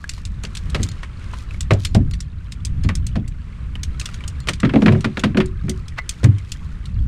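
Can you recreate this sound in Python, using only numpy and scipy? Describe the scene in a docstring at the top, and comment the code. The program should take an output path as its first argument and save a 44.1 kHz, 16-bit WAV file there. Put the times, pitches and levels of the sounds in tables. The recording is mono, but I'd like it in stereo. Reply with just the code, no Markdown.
"""A small hooked fish thrashes on the line as it is swung out of the water and into a boat.
It bumps the hull, then flaps on the deck: each blow is a wet slap, a hollow knock and a thud.
Its jerks clack the beads of the float and ping its wire, and the rod knocks once on the boat's edge.
Drops fall back and trap ringing bubbles; spray, swishing line and a rustling jacket hiss in bursts.
Behind it all, open water ripples and wind rumbles on the microphone, with a soft thump at the end."""
import sys
import numpy as np
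from scipy import signal
from scipy.fft import rfft, irfft, next_fast_len
from scipy.io import wavfile
from scipy.ndimage import uniform_filter1d

SR = 44100
rng = np.random.default_rng(int(sys.argv[2]) if len(sys.argv) > 2 else 0)


def materialize(psi):
    """Save the field psi as 16-bit PCM at rate SR to the path in sys.argv[1].

    A 1-D psi becomes a single channel; in a 2-D psi each row is a channel.
    """
    bounded = np.clip(np.atleast_2d(psi).T, -1, 1)
    quanta = np.round(bounded * 32767).astype(np.int16)
    wavfile.write(sys.argv[1], SR, quanta)


N = 311831
TIME = np.arange(N) / SR  # seconds since the scene began
AGE = np.arange(SR // 2) / SR  # seconds since a hit began

# Levels in all tables are relative. A fade_s is the time a sound takes to die away by 60 dB.
# The tone of splashing water: pitch_hz, level_db
WATER_TONE = [(200, 14.5), (450, 7.5), (750, -0.5), (1150, 7), (2300, 3), (4000, -6), (5500, -12),
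              (9000, -14.5), (12000, -34), (16000, -56)]
# The tone of a hard tap on the float: pitch_hz, level_db
TAP_TONE = [(300, -64), (900, -8), (2000, 0), (3400, 1), (6500, 0), (8800, -1), (11000, -12.5),
            (15500, -23)]
# Fish and float swing from the right to nearly straight ahead: time_s, left_delay_samples
SWING = [(0, 1.26), (2, 0.73), (4.5, 0.89), (5.6, 0.53), (7, 0.16)]
# Bursts of fine hiss from spray, swishing line and rustling jacket: peak_s, hiss_db, water_db
HISS_BURSTS = [(0.1, -47.5, -51.5), (0.585, -48.5, -53), (0.82, -44.5, -41.5), (1.3, -46, -48),
               (1.54, -53, -53), (1.8, -43, -54), (2.9, -66, -50.5), (4.06, -51, -43.5), (4.85, -45, -42),
               (5.2, -54, -55), (5.67, -61, -50), (6.13, -50, -44.5), (6.57, -48.5, -49)]


def undb(db):
    """Turn decibels into a number to multiply a sound by."""
    return 10 ** (np.asarray(db) / 20)


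def curve(rows, at=TIME):
    """Join (time_s, value) rows with straight lines and read off the value at a time."""
    return np.interp(at, *np.transpose(rows))


def unit(x):
    """Scale a sound so that its average power is 1."""
    return x / np.sqrt(np.mean(x ** 2))


def burst(x, size):
    """Scale a hit so that its loudest stretch of `size` samples has an average power of 1."""
    power = uniform_filter1d(np.atleast_2d(x) ** 2, size, axis=-1).mean(axis=0)
    return x / np.sqrt(power.max())


def colour(x, tone, extra_db=lambda hz: 0):
    """Filter a sound by (pitch_hz, level_db) rows, plus optional extra decibels at each pitch."""
    n = next_fast_len(x.shape[-1] // 2 + 1024) * 2
    hz = np.maximum(np.fft.rfftfreq(n, 1 / SR), 1)
    pitch_hz, level_db = np.transpose(tone)
    gain = undb(np.interp(np.log(hz), np.log(pitch_hz), level_db) + extra_db(hz))
    # folding the late half onto the early half keeps the filter from ringing before a hit
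    cepstrum = irfft(np.log(gain))
    cepstrum[1:n // 2] *= 2
    cepstrum[n // 2 + 1:] = 0
    return irfft(rfft(x, n) * np.exp(rfft(cepstrum)), n)[..., :x.shape[-1]]


def fade(fade_s, t=AGE):
    """A level that dies away by 60 dB every fade_s seconds."""
    return np.exp(-np.log(1000) * t / fade_s)


def swell(rise_s):
    """A level that builds from 0 toward 1 as two things press together."""
    return 1 - np.exp(-AGE / rise_s)


def stereo_noise(size, apart):
    """Left and right noise: a shared part, plus an amount `apart` of each side's own."""
    return rng.standard_normal(size) + apart * rng.standard_normal((2, size))


def wander(per_second):
    """A smooth random wobble, mostly between -1 and 1."""
    hold = int(SR / per_second)
    steps = np.repeat(rng.standard_normal(N // hold + 1), hold)
    return np.sqrt(2) * uniform_filter1d(uniform_filter1d(steps, hold), hold)[:N]


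def surges(times, levels_db, rise_s, fall_s, rest_db):
    """A level that builds up to each given time and sinks back to a resting level."""
    since = TIME - times[:, None]
    shapes = np.exp(-np.abs(since) / np.where(since < 0, rise_s, fall_s))
    return np.sqrt(undb(rest_db) ** 2 + undb(levels_db) ** 2 @ shapes ** 2)


def ringing(notes, scatter=0., extra_db=lambda hz: 0):
    """A struck object rings in (pitch_hz, level_db, fade_s) notes; `scatter` detunes them."""
    hz, db, fade_s = np.transpose(notes)[:, :, None]
    detune = 1 + scatter * rng.standard_normal(hz.shape)
    sign = rng.choice([-1, 1], hz.shape)
    waves = np.sin(2 * np.pi * hz * detune * AGE)
    return np.sum(sign * undb(db + extra_db(hz)) * fade(fade_s) * waves, axis=0)


def add(out, start_s, sound, pan_db=0):
    """Mix a hit in. It reaches the left side a little later; positive pan_db makes that side louder."""
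    left, right = np.broadcast_to(sound, (2, sound.shape[-1]))
    taps = np.arange(-8, 9)
    delay = np.sinc(taps - curve(SWING, start_s)) * np.hanning(len(taps))  # can shift by part of a sample
    left = np.convolve(left, delay, "same")
    panned = np.array([left * undb(pan_db / 2), right * undb(-pan_db / 2)])
    first = max(int(start_s * SR), 0)
    out[:, first:first + len(left)] += panned[:, :N - first]


def wind(breeze_db=-27, buffet_db=2, eddy_db=5):
    """Wind rumbles on the microphone; the slowest swirls of air hit each side on its own."""
    # The tone of the rumble: pitch_hz, level_db
    rumble_tone = [(15, -7.5), (35, -2), (65, 4), (110, -3), (170, -8), (260, -21.5), (450, -42.5),
                   (900, -54.5), (3000, -77)]
    # Low swells of rumble (gusts, and a soft thump at the end): peak_s, half_length_s, boost_db
    swells = [(0.86, 0.12, 3.9), (1.97, .17, 11.5), (3.02, 0.28, 8.9), (3.89, 0.018, 6.3), (4.6, 0.42, 3.2),
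              (7.02, 0.11, 8)]
    shared = colour(rng.standard_normal(N), rumble_tone)
    eddies = colour(rng.standard_normal((2, N)), rumble_tone,
                    lambda hz: eddy_db - 10 * np.log10(0.29 + (hz / 42) ** 2))
    swells_db = sum(db * np.exp(-((TIME - peak_s) / half_s) ** 2) for peak_s, half_s, db in swells)
    return unit(shared + eddies) * undb(breeze_db + swells_db + buffet_db * wander(6.4))


def plip(hz, cycles, glide, tick_db, tick_fade_s=0.024):
    """A drop ticks on the surface and traps a bubble whose pitch rises as it fades."""
    t = AGE[:len(AGE) // 8]
    life_s = cycles / hz
    bubble = np.sin(2 * np.pi * hz * (t + glide * t ** 2 / (2 * life_s))) * fade(life_s, t)
    tick = rng.standard_normal(len(t)) * fade(tick_fade_s, t)
    soft_tick = np.convolve(tick, np.ones(3) / np.sqrt(3), "same")
    return bubble + undb(tick_db) * soft_tick


def ripples(hiss_db=-1, bubbles_db=-8, flicker_db=1.35, spread_db=2.0, count=900):
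    """Rippling water, tiny bubbles over a soft hiss, swells around each hiss burst and lingers after it."""
    hiss = unit(colour(stereo_noise(N, apart=0.91), WATER_TONE)) * undb(flicker_db * wander(8.5))
    bubbles = np.zeros((2, N))
    for when, pitch, faintness, side in rng.random((count, 4)):
        bubble = plip(1000 * 4.5 ** pitch, cycles=61, glide=0.099, tick_db=-19)
        level_db = -spread_db * np.log(faintness + 0.0067)  # most are quiet, a few stand out
        add(bubbles, when * TIME[-1], undb(level_db) * bubble, pan_db=8 * (side - .5))
    times, _, water_db = np.transpose(HISS_BURSTS)
    level = surges(times, water_db, rise_s=0.24, fall_s=0.43, rest_db=-50)
    return (undb(hiss_db) * hiss + undb(bubbles_db) * unit(bubbles)) * level


def spray_and_rustle(gain_db=-1, per_second=1800, spread_db=5.0, speck_fade_s=0.0082, flicker_db=4.0):
    """Spray, swishing line and a rustling jacket: bursts of fine hiss made of tiny specks of noise."""
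    # The tone of the fine hiss: pitch_hz, level_db
    hiss_tone = [(1000, -34), (2500, -2), (4200, 2), (7000, -3.5), (9200, -9.5), (11500, -15),
                 (16000, -32.5)]
    arrivals = rng.random(N) < per_second / SR
    specks = arrivals * undb(spread_db * np.minimum(rng.exponential(size=N), 5))
    power = np.abs(signal.fftconvolve(specks ** 2, fade(speck_fade_s) ** 2)[:N])
    patter = colour(stereo_noise(N, apart=1) * np.sqrt(power), hiss_tone)
    times, hiss_db, _ = np.transpose(HISS_BURSTS)
    level = surges(times, hiss_db, rise_s=.04, fall_s=.07, rest_db=-71)
    return unit(patter) * level * undb(gain_db + flicker_db * wander(20))


def drops(splat_fade_s=0.07, bass_cut_hz=700):
    """Larger drops fall off the fish: each makes a soft, thin splat and a bubble that chirps."""
    # Drops landing in the water: start_s, splat_db, bubble_db, pitch_hz
    landings = [(0.042, -46, -19.5, 1634), (0.178, -41, -42, 1010), (1.031, -29.5, -35, 1070),
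                (1.335, -33.5, -26, 994), (1.509, -42, -26.5, 2550), (1.544, -44, -28.5, 2200),
                (3.7546, -38, -20.5, 2960), (4.013, -38, -24, 2590), (4.089, -38.5, -29.5, 1370),
                (4.207, -43, -29, 2280), (4.239, -39.5, -24.5, 3000)]
    out = np.zeros((2, N))
    bass_cut = lambda hz: -10 * np.log10(1 + (bass_cut_hz / hz) ** 2)
    for start_s, splat_db, bubble_db, pitch_hz in landings:
        splash = stereo_noise(len(AGE), apart=0.53) * fade(splat_fade_s) * swell(0.0005)
        splat = burst(colour(splash, WATER_TONE, bass_cut), size=256)
        add(out, start_s, undb(splat_db) * splat)
        add(out, start_s, undb(bubble_db) * plip(pitch_hz, cycles=45, glide=.1, tick_db=-20))
    return out


def rod(knock_s=5.9875, level_db=-23, scrape_s=0.0054):
    """The hollow rod scrapes briefly along the boat's edge and knocks against it."""
    # The notes of the rod: pitch_hz, level_db, fade_s
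    rod_notes = [(1150, -15, 0.011), (1480, -26, 0.043), (2010, 10, 0.075), (2150, 1, 0.098),
                 (3460, -18, 0.032)]
    scrape_tone = [(400, -8.5), (1200, 7.5), (2200, 1.5), (4500, -8.5), (14000, -37)]  # pitch_hz, level_db
    out = np.zeros((2, N))
    add(out, knock_s, burst(ringing(rod_notes), size=256))
    contact = np.exp(-np.abs(TIME - knock_s) / scrape_s)
    scrape = colour(stereo_noise(N, apart=0.36) * contact, scrape_tone)
    return undb(level_db) * (out + burst(scrape, size=256))


def wire(gain_db=-7.5, tick_db=3, tick_fade_s=0.018, uneven_db=-1.5):
    """A tick sets the float's thin steel wire ringing, a little differently each time."""
    # Pings of the wire: start_s, level_db
    pings = [(0.136, -28.5), (0.888, -24), (1.854, -19), (2.111, -29), (2.839, -27.5), (4.403, -29)]
    # The notes of the wire: pitch_hz, level_db, fade_s
    wire_notes = [(4240, -6.5, 0.13), (4380, -25, 0.15), (4750, -8, 0.059), (6950, -32, 0.081),
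                  (7000, -14, 0.16)]
    out = np.zeros((2, N))
    uneven = lambda hz: uneven_db * rng.standard_normal(hz.shape)
    for start_s, level_db in pings:
        ring = ringing(wire_notes, scatter=0.0022, extra_db=uneven)
        noise = stereo_noise(len(AGE), apart=0.79) * fade(tick_fade_s)
        tick = burst(colour(noise, TAP_TONE), size=96)
        add(out, start_s, undb(level_db + gain_db) * (ring + undb(tick_db) * tick))
    return out


def clack(pitch_hz, snap_fade_s=0.022, bounce_db=-5, spike_db=14, focus_db=5, uneven_db=3.0):
    """A hard bead snaps against the hollow float, bounces once, and leaves a short plastic ring."""
    t = AGE[:len(AGE) // 3]
    since_bounce = t - rng.uniform(.0012, .004)
    bounce = undb(bounce_db) * (since_bounce > 0) * fade(snap_fade_s, np.abs(since_bounce))
    shell_ring = undb(-9) * fade(0.061, t)
    boat_echo = undb(-30) * fade(0.15, t)
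    hit = stereo_noise(len(t), apart=0.13) * (fade(snap_fade_s, t) + bounce)
    hit += stereo_noise(len(t), apart=0.94) * (shell_ring + boat_echo)
    hit[:, 0] += undb(spike_db)  # the first touch is a single sharp spike
    # each spot on the float's shell brings out different pitches
    shell_hz = np.linspace(0, SR / 2, 56)
    shell_db = uneven_db * rng.standard_normal(len(shell_hz))
    spot_db = lambda hz: np.interp(hz, shell_hz, shell_db) - focus_db * np.abs(np.log2(hz / pitch_hz))
    return burst(colour(hit, TAP_TONE, spot_db), size=96)


def beads(gain_db=-5, ahead_db=3.5, shadow_db=3.5, trail_s=0.017, trail_db=-18, trail_hz=3000):
    """Each jerk of the line throws one bead against the float and a softer one just after it."""
    # Jerks of the line: start_s, level_db, pitch_hz
    jerks = [(0.0933, -14.5, 5400), (0.2524, -20.5, 6250), (0.436, -22.5, 5810), (0.4502, -20, 2700),
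             (0.5513, -21, 4030), (0.57, -21, 3830), (0.6992, -29, 6100), (0.831, -12, 5900),
             (0.9158, -28.5, 3100), (1.607, -16, 6040), (1.735, -21, 3720), (1.8498, -12, 3730),
             (1.9478, -14.5, 3480), (2.1363, -24, 2230), (2.2046, -21, 5760), (2.5216, -23.5, 3670),
             (2.65, -16, 7400), (2.836, -29.5, 4270), (2.889, -23, 2560), (2.9532, -18, 7440),
             (3.067, -21, 6960), (3.279, -31, 7490), (3.8329, -17, 5800), (3.9974, -18.5, 6730),
             (4.0134, -22, 2640), (4.0569, -17.5, 3350), (4.143, -25, 3400), (4.2785, -20.5, 7000),
             (4.491, -11.5, 2680), (4.5346, -21, 3460), (4.6016, -22, 2320), (5.008, -26, 4030),
             (5.195, -18, 2570), (5.459, -29, 7300), (5.6953, -15.5, 7200), (5.8819, -29, 3800),
             (6.0927, -11, 7150), (6.2416, -18, 3630), (6.3839, -32, 2640), (6.519, -18.5, 5750),
             (6.856, -29, 3570)]
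    out = np.zeros((2, N))
    for start_s, level_db, pitch_hz in jerks:
        pan_db = ahead_db - shadow_db * curve(SWING, start_s)  # the left grows as the float swings in
        lag_s = trail_s * np.exp(.12 * rng.standard_normal())
        add(out, start_s, undb(level_db + gain_db) * clack(pitch_hz), pan_db)
        add(out, start_s + lag_s, undb(level_db + gain_db + trail_db) * clack(trail_hz), pan_db)
    return out


def thud(spot_hz, focus_db=15, push_s=0.011, ribs_db=-9, ribs_fade_s=0.24, ribs_focus_db=5):
    """The soft body pushes the boat's panels into ringing, favouring notes near the spot's own pitch."""
    # The notes of the hull and deck panels: pitch_hz, level_db, fade_s
    panel_notes = [(80, -4, .24), (97, 1, .36), (116, -2, .22), (139, -2, .21), (168, -2, .18),
                   (212, 1, .18), (238, -2, .14), (276, -2, .15), (318, -5, .14)]
    octaves_away = lambda hz: np.abs(np.log2(hz / spot_hz))
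    panels = ringing(panel_notes, scatter=0.011, extra_db=lambda hz: -focus_db * octaves_away(hz))
    # ribs and fittings add so many short, close notes that they blur into noise
    ribs_tone = [(40, -30.5), (110, 4), (300, -3.5), (650, -36.0), (2000, -60)]  # pitch_hz, level_db
    noise = rng.standard_normal(len(AGE)) * fade(ribs_fade_s)
    ribs = colour(noise, ribs_tone, lambda hz: -ribs_focus_db * octaves_away(hz))
    boat = burst(panels, size=1024) + undb(ribs_db) * burst(ribs, size=1024)
    return burst(boat * swell(push_s), size=1024)


def knock(lid_db, hollow_fade_s=0.13, rise_s=0.0029, lid_rise_s=0.018):
    """The hollow under the deck answers with a short boxy note; near the hatch its lid rings on."""
    # The notes of the hatch lid: pitch_hz, level_db, fade_s
    lid_notes = [(371.5, 7, 0.22), (404, -9, 0.26), (627, -6, 0.038)]
    # The tone of the hollow: pitch_hz, level_db
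    hollow_tone = [(130, -20), (310, 0), (420, 0), (620, -3), (850, -12), (1400, -28), (4000, -60)]
    hollow = colour(rng.standard_normal(len(AGE)) * fade(hollow_fade_s), hollow_tone) * swell(rise_s)
    lid = ringing(lid_notes, scatter=0.007) * swell(lid_rise_s)
    return burst(hollow, size=1024) + undb(lid_db) * burst(lid, size=1024)


def slap(treble_db, smack_fade_s=0.064, echo_fade_s=0.23, echo_db=-21, crackle_db=2, usual_db=-11):
    """Wet skin lands patch by patch in a dense crackle, then the sound rattles round the boat."""
    # The tone of wet skin landing: pitch_hz, level_db
    slap_tone = [(200, 0.5), (600, -11.5), (850, 0.5), (1250, 6), (2000, 4), (2800, 1.5), (4000, -5.5),
                 (6000, -16.5), (9000, -24), (15000, -45)]
    patches = np.repeat(rng.standard_normal(len(AGE)), 48)[:len(AGE)]  # about a millisecond each
    smack = stereo_noise(len(AGE), apart=0.36) * undb(crackle_db * patches) * fade(smack_fade_s)
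    echo = stereo_noise(len(AGE), apart=0.65) * fade(echo_fade_s) * undb(echo_db)
    sharpness = lambda hz: (treble_db - usual_db) * hz ** 4 / (hz ** 4 + 4200 ** 4)  # above about 4200 Hz
    return burst(colour((smack + echo) * swell(0.0004), slap_tone, sharpness), size=256)


def fish(slap_gain_db=-3, thud_gain_db=1, knock_gain_db=-1):
    """Every blow of the fish is a wet slap, a hollow knock and the thud of the panel under it."""
    # Blows on hull and deck: start_s, slap_db, thud_db, spot_hz, treble_db, knock_db
    blows = [ (0.438, -30, -31, 157, -16, -38), (0.746, -15.5, -28, 160, -1.5, -25.5),
             (0.795, -35, -19.5, 79, -15, -33), (1.707, -9.5, -9.5, 97, -9.5, -14.5),
             (1.9482, -24.5, -7.5, 124, -13, -19.5), (2.845, -33, -12, 89.5, -7, -37.5),
             (2.8893, -17.5, -23, 85, -30, -36), (3.155, -27, -18.5, 171, -7, -30),
             (4.4719, -22.5, -27.5, 85, 8, -34), (4.4851, -10, -27, 133, 0, -29.5),
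             (4.631, -15.5, -11, 238, -25, -23), (4.648, -17, -33, 214, -13.5, -37),
             (4.6925, -22.5, -22.5, 130, -17, -38), (4.736, -22.5, -14.5, 260, -14, -18.5),
             (4.7561, -19.5, -9.5, 275, -15, -16.5), (4.8199, -21, -11, 220, -9, -18),
             (4.860, -9, -14, 210, -12, -17), (4.880, -11, -10.5, 135, -22, -20),
             (4.921, -24, -13, 116, -6, -23.5), (4.948, -29, -17, 150, -30, -27.5),
             (5.0435, -14, -18, 185, -9, -24), (5.1711, -16.5, -28, 200, -11, -28),
             (5.236, -12, -14, 196, -8.5, -23.5), (5.346, -26, -20, 230, -35, -32),
             (5.3706, -15, -13.5, 211, -6, -19), (5.402, -15.5, -25.5, 216, -14.5, -31),
             (5.637, -45, -21, 114, -8, -48), (5.682, -31.5, -23.5, 227, -31, -36.5),
             (6.2314, -30.5, -10, 108, -2, -26.5), (6.244, -20.5, -8.5, 103, -32, -40)]
    # The hatch lid rings more when the fish flaps nearer to it: time_s, lid_db
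    lid_levels = [(4.5, -19), (4.8, -3.5), (5.24, -10), (5.37, 2.5), (5.68, 6.5), (6.2, -15)]
    out = np.zeros((2, N))
    for start_s, slap_db, thud_db, spot_hz, treble_db, knock_db in blows:
        panel = undb(thud_db + thud_gain_db) * thud(spot_hz)
        hollow = undb(knock_db + knock_gain_db) * knock(curve(lid_levels, start_s))
        skin = undb(slap_db + slap_gain_db) * slap(treble_db)
        add(out, start_s, panel + hollow + skin)
    return out


def scene():
    """Fish, fishing gear, water and wind in the open air."""
    return fish() + beads() + wire() + rod() + drops() + spray_and_rustle() + ripples() + wind()


def record(dry, top_hz=15600):
    """The microphone's two sides differ in tone; it rounds off loud peaks and cuts the highest treble."""
    # How much louder the left side is than the right: pitch_hz, level_db
    left_over_right = [(100, 0.5), (500, -.5), (2400, 0.5), (4400, -0.5), (8000, -4), (15000, -3.5)]
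    left_tone = np.array(left_over_right) * [1, .5]
    right_tone = left_tone * [1, -1]
    heard = np.array([colour(dry[0], left_tone), colour(dry[1], right_tone)])
    rounded = heard / (1 + heard ** 6) ** (1 / 6)
    treble_cut = signal.ellip(8, .2, 70, top_hz, fs=SR, output="sos")
    return signal.sosfilt(treble_cut, rounded)


dry = scene()
out = record(dry)
materialize(out)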